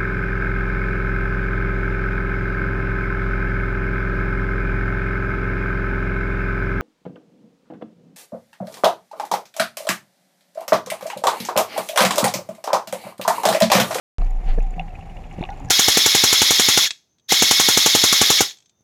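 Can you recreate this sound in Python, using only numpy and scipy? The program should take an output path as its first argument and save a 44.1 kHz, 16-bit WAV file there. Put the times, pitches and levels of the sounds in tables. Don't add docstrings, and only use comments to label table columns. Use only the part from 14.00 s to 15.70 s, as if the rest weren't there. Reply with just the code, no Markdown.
import sys
import numpy as np
from scipy import signal
from scipy.io import wavfile
from scipy.ndimage import uniform_filter1d

SR = 44100
rng = np.random.default_rng(int(sys.argv[2]) if len(sys.argv) > 2 else 0)


def voltage_ratio(decibels):
    exponent = np.asarray(decibels, float) / 20
    return 10 ** exponent


def dump(signal):
    limited = np.clip(np.atleast_2d(signal).T, -1, 1)
    pcm = np.round(limited * 32767).astype(np.int16)
    wavfile.write(sys.argv[1], SR, pcm)


N = 74970
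START_S = .1838


def evened(x):
    return x / np.sqrt(np.mean(x ** 2) + 1e-20)


def smoothed(x, span):
    once = uniform_filter1d(x, size=span)
    return evened(uniform_filter1d(once, size=span))


def over_time(rows, t):
    return np.interp(t, *np.transpose(rows))


def over_hz(points, hz):
    f, value = np.transpose(points)
    return np.interp(np.log(hz + 1), np.log(f + 1), value, left=-90, right=-120)


def coloured(x, points):
    hz = abs(np.fft.fftfreq(8192, 1 / SR))
    log_gain = np.log(voltage_ratio(over_hz(points, hz)))
    response = np.exp(np.conj(signal.hilbert(log_gain)))
    taps = np.fft.ifft(response).real[:4096]
    return signal.oaconvolve(x, taps)[:N]


def placed(rows, voice):
    mix = np.zeros(N)
    for row in rows:
        s, sound = voice(*row)
        part = mix[round(s * SR):][:len(sound)]
        part += sound[:len(part)]
    return mix


def sway(t):
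    # time in seconds, level in dB rms.
    swing_level = [(.19, -15.5), (.23, -14), (.30, -19), (.385, -17.5), (.42, -32), (.45, -24),
                   (.50, -10.5), (.55, -17.5), (.61, -14), (.68, -21), (.74, -27), (.9, -32.5), (1.03, -43),
                   (1.098, -35), (1.4, -39.5), (1.55, -33.5), (1.7, -41)]
    # time in seconds, swing rate in Hz.
    swing_rate = [(.18, 30.9), (.39, 27.95), (.42, 36.4), (.465, 37.3), (.49, 22.3), (.54, 26.6),
                  (.57, 29.83), (.8, 29.74), (1.7, 28.66)]
    turns = np.cumsum(over_time(swing_rate, t) * (t >= START_S)) / SR
    return np.sqrt(2) * voltage_ratio(over_time(swing_level, t)) * np.cos(2 * np.pi * turns)


def bump(s, peak_db, width):
    u = np.arange(-4 * width, 4 * width, 1 / SR) / width
    return s - 4 * width, voltage_ratio(peak_db) * (1 - 0.17 * u ** 2) * np.exp(-.5 * u ** 2)


def click_and_bumps():
    # time of the peak in seconds, peak level in dB, width in seconds.
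    pushes = [(.1838, -24, 0.000047), (.1845, -24.5, 0.00023), (.582, -19, 0.0015), (.587, -18, 0.00085),
              (1.388, -20, 0.00037), (1.4105, -13, 0.00069)]
    return placed(pushes, bump)


def gurgle(s, peak_db, hz, length):
    wobble, lumpiness = .025, .15
    t = np.arange(0, length, 1 / SR)
    cycles = np.array([[1.3], [2.4]])
    waver, lumps = np.sin(2 * np.pi * (t / length * cycles + rng.random((2, 1))))
    shape = np.sin(np.pi * (t / length) ** 0.56) ** 0.49 * (1 + lumpiness * lumps)
    turns = np.cumsum(hz * (1 + wobble * waver)) / SR
    return s, voltage_ratio(peak_db) * shape * np.sin(2 * np.pi * turns)


def gurgles():
    # start in seconds, peak level in dB before the lumps, middle pitch in Hz, length in seconds.
    air_wobbles = [(.19, -39, 134, 0.073), (.218, -35, 1175, 0.0039), (.2185, -31.5, 718, 0.012),
                   (.577, -23.5, 463, 0.016), (.584, -26.5, 667, 0.0067), (.604, -34, 766, 0.0074),
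                   (.765, -31.5, 165, 0.085), (.7805, -28, 737, 0.013), (.796, -22.5, 751, 0.016),
                   (1.30, -41, 168, 0.028), (1.502, -49, 1455, 0.042), (1.416, -35, 910, 0.0104),
                   (1.38, -29, 171, 0.032), (1.385, -29, 532, 0.008), (1.411, -33, 363, 0.038),
                   (1.412, -35, 830, 0.0052), (1.427, -24.5, 690, 0.0081), (1.437, -27, 820, 0.0072),
                   (1.435, -42.5, 1122, 0.026), (1.4895, -25, 785, 0.0139), (1.505, -31, 823, 0.032),
                   (1.6, -38.5, 275.8, 0.075), (1.604, -30.5, 825, 0.0047), (1.62, -37, 131, 0.24),
                   (1.661, -42.5, 810, 0.013), (1.675, -40, 759, 0.043), (1.683, -43.5, 1710, 0.014)]
    return placed(air_wobbles, gurgle)


def pop(s, start_db, hz, t60):
    rise_per_s, rough, attack_s = 6., .55, .0007
    t = np.arange(0, min(t60, .1), 1 / SR)
    a, b = (smoothed(v, 36)[:len(t)] for v in rng.standard_normal((2, 4420)))
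    angle = 2 * np.pi * hz * t * (1 + rise_per_s * t / 2)
    ring = (1 + rough * a) * np.sin(angle) + rough * b * np.cos(angle)
    attack = np.sin(np.pi / 2 * np.minimum(t / attack_s, 1)) ** 2
    return s, voltage_ratio(start_db - 60 * t / t60) * attack * ring


def ticks():
    tick_pitches = [2175, 2475, 2783]
    first_s, last_s, period_s = .738, 1.55, .0716
    level_db, spread_db, t60_s = -46, 2.5, .04
    rows = []
    for s in np.arange(first_s, last_s, period_s):
        for hz in tick_pitches:
            rows.append((s, level_db + spread_db * rng.standard_normal(), hz, t60_s))
    return rows


def pops_and_ticks():
    # start in seconds, level in dB before roughness, attack and port,
    # starting pitch in Hz, time to fall 60 dB in seconds.
    bubble_pops = [(.215, -39, 2665, 0.023), (.219, -45, 4060, 0.017), (0.247, -46, 4400, 0.0092),
                   (.584, -38, 1620, 0.024), (.604, -40, 2447, 0.038), (0.795, -19.5, 2600, 0.011),
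                   (.7952, -29, 2000, .009), (0.7963, -20.5, 2823, .019), (0.904, -44, 2630, 0.03),
                   (0.945, -47, 2070, 0.066), (1.009, -40.5, 2660, 0.028), (1.388, -49, 2000, 0.017),
                   (1.408, -41, 2650, 0.03), (1.415, -37.5, 3610, 0.02), (1.427, -22, 2430, 0.0078),
                   (1.4382, -25, 2720, 0.015), (1.4382, -25.5, 3540, 0.0079), (1.445, -43, 2610, 0.016),
                   (1.452, -23, 2570, 0.0045), (1.459, -43, 2550, 0.014), (1.4894, -26.5, 1850, 0.019),
                   (1.4899, -23, 2600, 0.0048), (1.503, -36.5, 3550, 0.015)]
    dip_hz, dip_width_hz = 3170, 480
    sound = placed(list(bubble_pops) + ticks(), pop)
    return signal.lfilter(*signal.iirnotch(dip_hz, dip_hz / dip_width_hz, SR), sound)


def ping(s, peak_db, hz, snap_db):
    t60_s, sag, snap_s = .011, .03, .0008
    t = np.arange(0, .03, 1 / SR)
    angle = 2 * np.pi * hz * t * (1 - sag * t / t60_s)
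    ring = voltage_ratio(peak_db - 60 * t / t60_s) * np.sin(angle)
    attack = np.minimum(t / 0.00009, 1)
    bright_noise = np.diff(rng.standard_normal(len(t) + 1))
    return s, attack * ring + bright_noise * np.exp(-t / snap_s) * voltage_ratio(snap_db)


def pings():
    # start in seconds, level of the ring in dB before its attack, starting pitch in Hz,
    # gain of the snap noise in dB.
    tiny_bubbles = [(.2012, -49, 6960, -52), (.2466, -48, 6630, -54), (.308, -43.5, 6950, -50),
                    (.5937, -48, 5980, -51), (.6284, -44, 6800, -64), (.7082, -42.5, 7100, -57),
                    (.795, -48, 5770, -55), (1.3274, -47, 7200, -64), (1.503, -41.5, 5850, -66),
                    (1.5727, -50, 7300, -64), (1.6, -41, 7020, -54), (1.6476, -41.5, 6940, -57),
                    (1.6574, -41, 6930, -64), (1.6873, -37.5, 5770, -57)]
    return placed(tiny_bubbles, ping)


def swish(t):
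    # pitch in Hz, relative strength in dB per Hz.
    hiss_spectrum = [(700, -19), (1100, 0.5), (1650, 5.5), (2500, 2), (4800, -5.5), (5600, -48)]
    centre_s, half_width_s, level_db = 0.5014, 0.025, -44.5
    hiss = evened(coloured(rng.standard_normal(N), hiss_spectrum))
    return voltage_ratio(level_db) * hiss * np.exp(-.5 * ((t - centre_s) / half_width_s) ** 2)


def hollows():
    # pitch in Hz, width in Hz of each of two equal filter stages, level in dB rms.
    air_spaces = [(165, 17.8, -49), (755.7, 42, -50)]
    drift_share, swell_db = .035, 2.5
    span = round(.05 * SR)
    out = np.zeros(N)
    for hz, width_hz, db in air_spaces:
        drive, drift, swell = rng.standard_normal((3, N))
        drift, swell = smoothed(drift, span), smoothed(swell, span)
        turn = np.exp(2j * np.pi * np.cumsum(hz * (1 + drift_share * drift)) / SR)
        r = np.exp(-np.pi * width_hz / SR)
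        narrow = signal.lfilter([1], np.convolve([1, -r], [1, -r]), drive / turn)
        ring = (turn * narrow).real
        out += voltage_ratio(db) * evened(ring * voltage_ratio(swell_db * swell))
    return out


def wash():
    patchy_db, flicker_db = 2, 1.5
    a, b, patches = rng.standard_normal((N // 64 + 5, 129, 3)).T
    flicker = evened(uniform_filter1d(patches[0], size=4))
    patches = uniform_filter1d(patches, size=5, axis=0)
    patches = evened(uniform_filter1d(patches, size=12, axis=1))
    z = (a + 1j * b) * voltage_ratio(patchy_db * patches + flicker_db * flicker)
    return evened(signal.istft(z, nperseg=256, noverlap=192)[1][:N])


def crackle():
    per_s, spread_db = 440, 6.5
    sizes = voltage_ratio(spread_db * np.minimum(rng.exponential(1, N), 4)) * rng.choice([-1, 1], N)
    return evened(sizes * (rng.random(N) < per_s / SR))


def fizz():
    low_hz, high_hz = 595, 11040
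    per_s, cycles = 44, 7.8
    out = np.zeros(N)
    for hz in np.geomspace(low_hz, high_hz, 24):
        turns = np.arange(0, 3 * cycles, hz / SR)
        ring = np.minimum(turns, 1) * np.exp(-turns * 2 / cycles) * np.sin(2 * np.pi * turns)
        ring *= np.sqrt(hz) / np.linalg.norm(ring)
        sizes = voltage_ratio(2.84 * np.minimum(rng.exponential(1, N), 3))
        train = sizes * (rng.random(N) < per_s / SR)
        out += signal.oaconvolve(train, ring)[:N]
    return evened(out)


def water(t):
    # pitch in Hz, relative strength in dB per Hz.
    shell = [(30, -25), (45, 7), (65, -7), (82, -5.5), (100, -7.5), (168, -12), (287, -19), (460, -21.5),
             (680, -20.5), (755, -15.5), (850, -21), (1000, -27.5), (1480, -37), (1650, -34), (2280, -31.5),
             (2800, -36), (3050, -42), (5100, -49), (5780, -46.5), (6300, -49.5), (7000, -45), (7700, -54),
             (10600, -56), (15200, -63.5)]
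    # time in seconds, level in dB rms.
    flow = [(.19, -36.5), (.35, -41), (.5, -34.5), (.7, -40.5), (1.36, -38.5), (1.42, -34), (1.48, -38),
            (1.7, -37.5)]
    outside = wash() + voltage_ratio(-10) * crackle() + voltage_ratio(-10.5) * fizz()
    return voltage_ratio(over_time(flow, t)) * evened(coloured(outside, shell))


def scene():
    t = np.arange(N) / SR
    opening = np.clip((t - START_S) / 0.0038, 0, 1)
    mix = (sway(t) + swish(t) + hollows() + water(t)) * opening
    mix += click_and_bumps() + gurgles() + pops_and_ticks() + pings()
    return mix[None]


def roll_off(x):
    return signal.sosfilt(signal.butter(12, 15400, fs=SR, output="sos"), x)


def record(dry):
    return roll_off(dry)


dry = scene()
out = record(dry)
dump(out)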